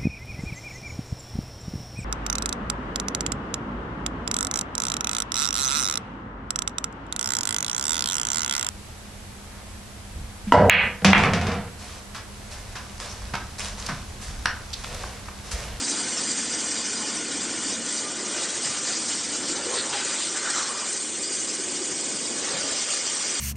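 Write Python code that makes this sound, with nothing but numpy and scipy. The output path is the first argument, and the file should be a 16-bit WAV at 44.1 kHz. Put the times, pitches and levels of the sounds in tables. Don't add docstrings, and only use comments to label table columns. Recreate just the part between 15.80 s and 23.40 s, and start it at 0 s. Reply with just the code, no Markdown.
import sys
import numpy as np
from scipy import signal
from scipy.fft import rfft, irfft
from scipy.io import wavfile

SR = 44100
rng = np.random.default_rng(int(sys.argv[2]) if len(sys.argv) > 2 else 0)


def persist_wave(psi):
    counts = np.round(np.clip(psi, -1, 1) * 32767).astype(np.int16)
    wavfile.write(sys.argv[1], SR, np.atleast_2d(counts).T)


N = 335160
FRAME, HOP = 768, 192
SECONDS = np.arange(N) / SR
FRAME_TIMES = np.arange(N // HOP + 5) * HOP / SR
FREQS = np.fft.rfftfreq(FRAME, 1 / SR)


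# (time [s], base level of hiss [dB], of rasp [dB], relative level of spray [dB])
JET_LEVELS = [(0, -29, -36.5, -38.5), (.9, -28.5, -37, -40.5), (1.5, -30.5, -36.5, -40),
              (2.35, -32.5, -39, -42.5), (2.65, -31, -37.5, -40.5), (3.25, -27, -38.5, -41),
              (3.6, -31.5, -38.5, -40.5), (4.3, -28.5, -36, -39), (4.75, -29, -36.5, -45),
              (5.2, -30.5, -38.5, -45.5), (6.54, -30, -38, -44.5), (6.66, -30, -35.5, -37.5),
              (7.1, -28, -35, -42.5), (7.6, -28, -35, -40)]
# (frequency [Hz], relative level [dB])
HISS_SPECTRUM = [(1500, -28), (3200, -11.5), (4400, 0), (5500, 5), (6500, 6.5), (8000, 8), (8900, 8.5),
                 (9100, -8), (9250, -42.5), (9450, -71.5)]
RASP_SPECTRUM = [(600, -20), (1300, -4), (2100, 2), (2600, 4.5), (3500, 2.5), (4300, 2), (5500, -17.5),
                 (8000, -59)]

def jet(flutter):
    hiss_db, rasp_db, _ = follow(JET_LEVELS, SECONDS)
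    push_db, bite_db = thrust()
    cut_db, tilt_db = cut_response(comb_spacing_hz=1326)
    hiss_colour = envelope(HISS_SPECTRUM, FREQS) + cut_db + tilt_db + 1.57 * eddies(rate_hz=19, bands=36)
    hiss = coloured(hiss_colour, spatter(per_s=3300, spread_db=1.2, strength=0.25))
    rasp_colour = envelope(RASP_SPECTRUM, FREQS) + cut_db + 1.1 * eddies(rate_hz=26, bands=44)
    rasp = coloured(rasp_colour, spatter(per_s=1200, spread_db=2.8, strength=0.43))
    hiss *= from_db(hiss_db + push_db + 0.91 * flutter)
    rasp *= from_db(rasp_db + bite_db + 0.49 * flutter)
    return hiss + rasp


# (centre time [s], duration [s], hiss gain [dB], rasp gain [dB])
STREAM_SURGES = [(0.051, 0.029, 5, -2), (0.107, 0.032, 4.5, -2), (0.482, 0.13, 1.5, 0),
                 (0.794, 0.026, 1, 1), (1.888, 0.11, 2.5, 1), (2.098, 0.086, 4, 1), (2.181, 0.066, 4, 0.5),
                 (2.59, 0.12, 3, 2.5), (2.86, 0.032, 4, 4.5), (2.949, 0.043, -1, 2.5),
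                 (3.096, 0.06, 2, 3.5), (3.135, 0.046, -2, 1.5), (3.315, 0.036, -1, 2.5),
                 (3.562, 0.043, 3.5, 1.5), (3.7, .06, 3, 0), (3.959, 0.044, 2.5, 2), (4.187, 0.077, 0, 3),
                 (4.304, 0.048, -0.5, 3), (4.706, 0.014, 6, 3), (4.785, 0.035, 3.5, 4),
                 (5.154, 0.079, 1.5, -1.5), (5.54, 0.12, 2.5, 1), (5.706, 0.05, 1.5, 1),
                 (6.785, 0.045, 1.5, 1), (6.978, 0.061, 2.5, 0.5), (7.128, 0.053, 2.5, 2.5),
                 (7.37, 0.015, 2.5, 0.5)]
# (centre time [s], duration [s], hiss gain [dB])
STREAM_CHOKES = [(1.45, .07, -2), (2.02, 0.08, -1.5), (3.011, 0.044, -2.5), (3.27, 0.028, -3.5),
                 (3.481, 0.064, -0.5), (3.83, 0.04, -2), (4.085, 0.056, -2.5), (4.515, 0.12, -1.5),
                 (4.95, .07, -2), (6.22, 0.084, 0), (7.055, 0.019, -2.5)]

def thrust(rasp_share=0.8):
    choke_db = bumps(STREAM_CHOKES, SECONDS)
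    hiss_db = bumps([(s, length, db) for s, length, db, _ in STREAM_SURGES], SECONDS)
    rasp_db = bumps([(s, length, db) for s, length, _, db in STREAM_SURGES], SECONDS)
    return hiss_db + choke_db, rasp_db + rasp_share * choke_db


# (time [s], tilt of the hiss [dB/octave], reflection coefficient [0-1])
CUT_SHAPE = [(0, -1.5, 0.08), (1.1, -1.3, 0.08), (2.0, -0.5, 0.08), (2.4, -1.5, 0.1), (2.6, -0.5, 0.15),
             (3.8, -3, 0.11), (4.0, 2, 0.1), (4.45, 3, .15), (4.75, -3, 0.04), (5.35, 6, 0.08),
             (5.7, 3.5, 0.1), (6.5, 1.5, 0.06), (6.8, -3.5, 0.1), (7.6, 0, 0.13)]
# (frequency [Hz], bandwidth [Hz], gain [dB])
CUT_RESONANCES = [(2900, 120, 3), (3520, 680, 0.5), (3880, 140, 5), (4180, 130, 3.1), (5350, 310, 3),
                  (6030, 260, 1.5), (6640, 300, 2), (7200, 250, 2), (8150, 300, 1), (8700, 730, -1.4)]
# (time [s], gain [dB])
SLOT_SIZZLE = [(0, 6), (.2, 6), (.35, -2), (.46, 6), (.62, 5), (.85, 3.5), (1.3, 6), (1.6, 3), (2.1, 4),
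               (2.85, 2.5), (3.15, 4.5), (3.6, 1.5), (4.3, 6.5), (4.8, -0.5), (5.0, 7.5), (5.12, 3.5),
               (5.36, -1), (5.46, 12), (5.58, 5), (5.72, 6.5), (6.0, 3.5), (6.45, 6.5), (6.65, 2),
               (6.8, 8.5), (6.93, 3), (7.12, 6.5), (7.35, 2.5), (7.6, 7)]

def cut_response(comb_spacing_hz, sizzle_hz=4840, sizzle_width_hz=400):
    slope, echo = follow(CUT_SHAPE, FRAME_TIMES[:, None])
    cut_db = 20 * np.log10(abs(1 - echo * np.exp(-2j * np.pi * FREQS / comb_spacing_hz)))
    cut_db += drifting(CUT_RESONANCES, rate_hz=12, swing=0.22, slide=0.24)
    sizzle_db = follow(SLOT_SIZZLE, FRAME_TIMES[:, None])[0]
    cut_db += drifting([(sizzle_hz, sizzle_width_hz, sizzle_db)], rate_hz=16, swing=0.36, slide=0.15)
    cut_db += 1.54 * eddies(rate_hz=12, bands=110) + flares()
    return cut_db, slope * np.log2((FREQS + 100) / 7000)


# (centre time [s], duration [s], frequency [Hz], bandwidth [Hz], gain [dB])
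EDGE_FLARES = [(3.94, 0.039, 915, 500, 12), (3.978, 0.068, 8500, 514, 8.5), (4.138, 0.07, 825, 225, 19),
               (4.718, 0.26, 1510, 797, 3), (4.79, 0.069, 5770, 607, 3), (6.758, 0.046, 7400, 400, 4.5),
               (7.387, 0.098, 5780, 402, 8.5)]

def flares():
    return sum(np.outer(bumps([(s, length, 1)], FRAME_TIMES), bumps([(hz, width, db)], FREQS))
               for s, length, hz, width, db in EDGE_FLARES)


# (frequency [Hz], relative level [dB])
CAVITY_SPECTRUM = [(300, -25.5), (600, 6), (850, 7), (1020, 6.5), (1300, 7), (1750, 7.5), (2300, 1.5),
                   (3500, -46.5)]
# (frequency [Hz], bandwidth [Hz], gain [dB])
CAVITY_MODES = [(840, 54, 1.5), (1310, 540, 1.7), (1460, 160, 4.5), (1920, 190, 2.8)]

def gargle(flutter, trim_db=-1.04):
    colour = envelope(CAVITY_SPECTRUM, FREQS) + bumps(CAVITY_MODES, FREQS)
    colour = colour + flares() + 2.7 * eddies(rate_hz=11.2, bands=90)
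    droplets = spatter(per_s=700, spread_db=4.6, strength=0.51)
    level_db = spray_level() + trim_db + 0.31 * flutter + 0.62 * throb(rate_hz=14)
    return coloured(colour, droplets) * from_db(level_db)


# (onset [s], duration [s], gain [dB])
SPRAY_GUSHES = [(3.762, 0.33, 2), (3.922, 0.016, 6.5), (4.103, 0.093, 1), (4.538, 0.62, 4),
                (4.614, 0.31, 3), (4.643, 0.024, 8)]

def spray_level(attack_s=0.024, release_s=0.03):
    level_db = follow(JET_LEVELS, SECONDS)[2] + 0.97 * thrust()[1]
    for onset, length, db in SPRAY_GUSHES:
        opening = np.clip((SECONDS - onset) / attack_s, 0, 1)
        draining = np.exp(-np.maximum(SECONDS - onset - length, 0) / release_s)
        level_db += db * opening * draining
    return level_db


# (frequency [Hz], bandwidth [Hz], gain at depth 1 [dB])
LOW_NOTCHES = [(2700, 200, -8.5), (3830, 190, -12), (4100, 140, -9)]
HIGH_NOTCHES = [(5260, 150, -6), (5520, 150, -5.5), (6660, 240, -6.5), (7880, 220, -5.5)]
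# (time [s], depth of low notches [ratio], depth of high notches [ratio])
NOTCH_DEPTHS = [(0, .5, 1.1), (.4, .7, 1.4), (.8, 1.2, .9), (1.15, 1, 0.94), (1.5, 1, .5), (2.1, 0.84, .7),
                (2.45, .8, .6), (2.6, .1, .2), (3.3, .25, .3), (3.75, 0.56, .7), (4.0, .1, .4),
                (4.7, 0.34, 0.33), (5.0, .7, .4), (5.25, 0.76, .8), (5.8, 0.73, 0.4), (6.35, 1.6, .25),
                (6.65, .25, .15), (7.35, 0.77, .35), (7.6, 0.44, 0.28)]

def interference(sound, swing=0.8, rate_hz=8):
    spectrum, freqs, out = rfft(sound), np.fft.rfftfreq(N, 1 / SR), sound
    for notches, mean_depth in zip((LOW_NOTCHES, HIGH_NOTCHES), follow(NOTCH_DEPTHS, SECONDS)):
        for hz, width_hz, db in notches:
            band = irfft(spectrum * bumps([(hz, width_hz, 1)], freqs), N)
            depth = mean_depth * np.maximum(1 + swing * throb(rate_hz), 0)
            out = out - band * (1 - from_db(db * depth))
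    return out


def reflections(sound, wet_db, t60_s, positions):
    t, wet = np.arange(SR // 10) / SR, np.zeros(N)
    place = np.linspace(0, positions - 1, N)
    for k in range(positions):
        echoes = rng.standard_normal(len(t)) * (t > 0.002) * from_db(-60 * t / t60_s)
        nearness = np.sqrt(np.maximum(1 - abs(place - k), 0))
        wet += signal.oaconvolve(sound * nearness, echoes / np.linalg.norm(echoes))[:N]
    return (sound + from_db(wet_db) * wet) / np.hypot(1, from_db(wet_db))


# (time [s], cavity frequency [Hz], level [dB])
BREAKTHROUGH_GLIDE = [(4.52, 1600, -65), (4.555, 1580, -38), (4.61, 1470, -44), (4.67, 1450, -33),
                      (4.74, 1380, -38), (4.8, 1270, -32), (4.86, 1180, -44), (4.92, 1130, -38),
                      (4.97, 1190, -43), (5.03, 1200, -38.5), (5.08, 1200, -52), (5.13, 1200, -92)]

def breakthrough(stage_width_hz, rough_db, wobble_hz):
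    hz, level_db = follow(BREAKTHROUGH_GLIDE, SECONDS)
    ring = gliding_resonance(hz + wobble_hz * throb(rate_hz=30.4), stage_width_hz, stages=2)
    opened = SECONDS > BREAKTHROUGH_GLIDE[0][0]
    return ring * from_db(level_db + rough_db * throb(rate_hz=35)) * opened


# (onset [s], duration [s], frequency [Hz], bandwidth [Hz], level [dB])
WATER_POCKETS = [(2.852, 0.063, 141, 40, -47), (3.848, 0.14, 460, 220, -36),
                 (3.959, 0.062, 4070, 1000, -30.5), (4.123, 0.036, 3650, 1100, -32.5),
                 (4.124, 0.028, 1110, 800, -33), (4.127, 0.072, 2210, 1300, -37.5),
                 (4.379, 0.12, 3980, 1190, -37), (6.702, 0.24, 513, 138, -43), (6.73, 0.12, 160, 50, -49)]

def spits(attack_s=0.0056, release_s=0.012):
    out = np.zeros(N)
    for onset, length, hz, width_hz, db in WATER_POCKETS:
        band = signal.butter(2, [hz - width_hz / 2, hz + width_hz / 2], "band", fs=SR, output="sos")
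        size = int(length * SR)
        puff = unit(signal.sosfilt(band, rng.standard_normal(SR // 2))[-size:])
        t = SECONDS[:size]
        gate = np.clip(np.minimum(t / attack_s, (length - t) / release_s), 0, 1)
        out[int(onset * SR):][:size] += from_db(db) * puff * gate
    return out


# (time [s], level [dB], boil frequency [Hz], boil relative to churn [dB])
TANK_COURSE = [(0, -40, 284.9, 1.5), (1.0, -40, 279.8, -2), (1.88, -38.5, 278.2, -0.5),
               (2.18, -40.5, 311.7, -3), (2.55, -38, 360.5, -3), (2.93, -41, 314.5, -6.5),
               (3.1, -39, 308.6, -0.5), (3.43, -40.5, 303.3, -2.5), (3.7, -38, 316.5, 1),
               (4.0, -37, 394, -6), (4.45, -42, 336.2, 0.5), (4.9, -41, 398.8, -4),
               (5.25, -42, 355.9, -0.5), (6.1, -39.5, 333.9, 0), (6.55, -37.5, 324.5, -4.5),
               (6.85, -36.5, 399.1, -10), (7.05, -40, 387.5, -12), (7.6, -42.5, 353.8, -1.5)]
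# (frequency at mean pitch [Hz], relative level [dB])
CHURN_SPECTRUM = [(60, -13), (110, -8), (170, -3.5), (205, 0.5), (250, 3), (330, 0), (440, 0.5), (520, 3),
                  (640, -5), (1100, -8.5), (2500, -58)]

def tank(stage_width_hz):
    level_db, centre_hz, boil_db = follow(TANK_COURSE, SECONDS)
    colour = from_db(envelope(CHURN_SPECTRUM, np.fft.rfftfreq(N, 1 / SR)))
    churn = unit(irfft(rfft(rng.standard_normal(N)) * colour, N))
    pitch_ratio = np.sqrt(centre_hz / np.mean(centre_hz))
    churn = np.interp(np.cumsum(pitch_ratio) % N, np.arange(N), churn)
    boil = from_db(boil_db) * gliding_resonance(centre_hz, stage_width_hz, stages=3)
    bass_cut = signal.butter(3, 70, "high", fs=SR, output="sos")
    water = unit(signal.sosfilt(bass_cut, churn + boil))
    return water * from_db(level_db + 0.99 * throb(rate_hz=16))


# (onset [s], frequency [Hz], peak level [dB])
LARGE_BUBBLES = [(0.117, 267, -31), (.479, 310, -35), (1.546, 293, -32.5), (1.741, 312, -28.5),
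                 (1.859, 276, -33), (2.49, 306, -34), (3.69, 327, -37), (3.852, 352, -36),
                 (3.904, 423, -35), (3.976, 382, -33), (5.786, 379, -32), (6.007, 358, -26.5),
                 (6.556, 338, -32)]

def glugs(rise_s=0.0061, glide_per_s=1.7):
    out, t = np.zeros(N), np.arange(SR // 10) / SR
    swell = t / rise_s * np.exp(1 - t / rise_s)
    for onset, hz, db in LARGE_BUBBLES:
        cycles = np.cumsum(hz * (1 + glide_per_s * (t - rise_s))) / SR + rng.random()
        out[int(onset * SR):][:len(t)] += from_db(db) * swell * np.sin(2 * np.pi * cycles)
    return out


# (frequency [Hz], bandwidth [Hz], relative level [dB])
METAL_MODES = [(855, 30, -7), (1345, 16, -8), (1405, 14, -6), (1485, 30, -3), (3670, 45, 2)]

def metal_ring(level_db, drive_exponent):
    drive = rng.standard_normal(N) * from_db(drive_exponent * spray_level())
    out = np.zeros(N)
    for hz, width_hz, db in METAL_MODES:
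        pole = np.exp(np.pi * (2j * hz - width_hz) / SR)
        out += from_db(db) * unit(signal.lfilter([1], [1, -pole], drive).real)
    return from_db(level_db) * unit(out)


# (frequency [Hz], initial rms level [dB])
HUM_PARTIALS = [(81, -64.5), (200, -59), (231, -49.5), (306, -54.5)]
# (time [s], rms level [dB])
WHINE_LEVELS = [(2.0, -68), (2.27, -51.5), (3.2, -52.5), (3.5, -59), (4.9, -53.5), (5.3, -68), (6.55, -69),
                (6.8, -51), (7.2, -53), (7.6, -57)]

def machine(waver_hz, waver_db, whine_hz=1201, hum_fade_db_per_s=1.2):
    whine_db = follow(WHINE_LEVELS, SECONDS)[0]
    tones = [(hz, db - hum_fade_db_per_s * SECONDS) for hz, db in HUM_PARTIALS]
    tones += [(whine_hz, whine_db), (whine_hz / 2, whine_db - 6)]
    out = np.zeros(N)
    for hz, db in tones:
        cycles = np.cumsum(hz + waver_hz * throb(rate_hz=9.5)) / SR
        amplitude = np.sqrt(2) * from_db(db + waver_db * throb(rate_hz=5.3))
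        out += amplitude * np.sin(2 * np.pi * cycles)
    return out


def rumble(level_db, band_hz, surge_db):
    band = signal.butter(3, band_hz, "band", fs=SR, output="sos")
    noise = unit(signal.sosfilt(band, rng.standard_normal(N)))
    return noise * from_db(level_db + surge_db * throb(rate_hz=6))


def spatter(per_s, spread_db, strength):
    sizes = from_db(spread_db * np.minimum(rng.exponential(1, N), 4)) * rng.choice([-1, 1], N)
    mist = rng.standard_normal(N)
    impacts = unit(sizes * (rng.random(N) < per_s / SR))
    return mist + strength * impacts


def coloured(colour_db, source):
    gain = from_db(colour_db)
    gain /= np.sqrt(np.mean(gain ** 2, axis=1, keepdims=True))
    _, _, spectra = signal.stft(np.pad(source, (0, 2 * FRAME)), nperseg=FRAME, noverlap=FRAME - HOP)
    filtered = spectra[:, :len(FRAME_TIMES)] * gain.T
    return unit(signal.istft(filtered, nperseg=FRAME, noverlap=FRAME - HOP)[1][:N])


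def gliding_resonance(hz, stage_width_hz, stages):
    pole = np.exp(-np.pi * stage_width_hz / SR)
    noise = rng.standard_normal(N) + 1j * rng.standard_normal(N)
    baseband = signal.lfilter([1], np.poly([pole] * stages), noise)
    return unit((baseband * np.exp(2j * np.pi * np.cumsum(hz) / SR)).real)


def drifting(modes, rate_hz, swing, slide):
    out = 0
    for hz, width_hz, db in modes:
        shift, swell = wander(rate_hz, columns=2).T[:, :, None]
        out = out + bumps([(hz + slide * width_hz * shift, width_hz, db * (1 + swing * swell))], FREQS)
    return out


def eddies(rate_hz, bands):
    place = np.linspace(0, bands - 1, len(FREQS))
    blend = np.sqrt(np.maximum(1 - abs(place - np.arange(bands)[:, None]), 0))
    return wander(rate_hz, bands) @ blend


def wander(rate_hz, columns):
    hz = np.fft.rfftfreq(len(FRAME_TIMES), HOP / SR)[:, None]
    white = rfft(rng.standard_normal((len(FRAME_TIMES), columns)), axis=0)
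    smooth = white / np.sqrt(1 + (hz / rate_hz) ** 4) * hz / (hz + 2)
    return unit(irfft(smooth, len(FRAME_TIMES), axis=0))


def throb(rate_hz):
    return np.interp(SECONDS, FRAME_TIMES, wander(rate_hz, columns=1)[:, 0])


def bumps(rows, axis):
    return sum(height * np.exp2(-np.minimum((2 * (axis - centre) / width) ** 2, 20))
               for centre, width, height in rows)


def envelope(points, hz):
    point_hz, db = np.transpose(points)
    return np.interp(np.log(hz + 1), np.log(point_hz + 1), db)


def follow(table, t):
    times, *columns = np.transpose(table)
    return [np.interp(t, times, column) for column in columns]


def from_db(db):
    return 10 ** (np.asarray(db) / 20)


def unit(x):
    return x / np.sqrt(np.mean(x ** 2) + 1e-20)


def scene():
    flutter = throb(rate_hz=20.6)
    cutting = reflections(jet(flutter) + gargle(flutter), wet_db=-11, t60_s=0.059, positions=10)
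    metal = metal_ring(level_db=-53.5, drive_exponent=1.3)
    below = tank(stage_width_hz=170) + glugs() + rumble(level_db=-77.5, band_hz=(40, 72), surge_db=4)
    mono = interference(cutting) + breakthrough(stage_width_hz=400, rough_db=2, wobble_hz=80)
    mono += spits() + below + metal + machine(waver_hz=3.63, waver_db=3.5)
    return np.array([mono, mono])


def record(dry):
    low_pass = signal.firwin(511, 9600, window=("kaiser", 9), fs=SR)
    return signal.oaconvolve(dry, low_pass[None], "same")


dry = scene()
out = record(dry)
persist_wave(out)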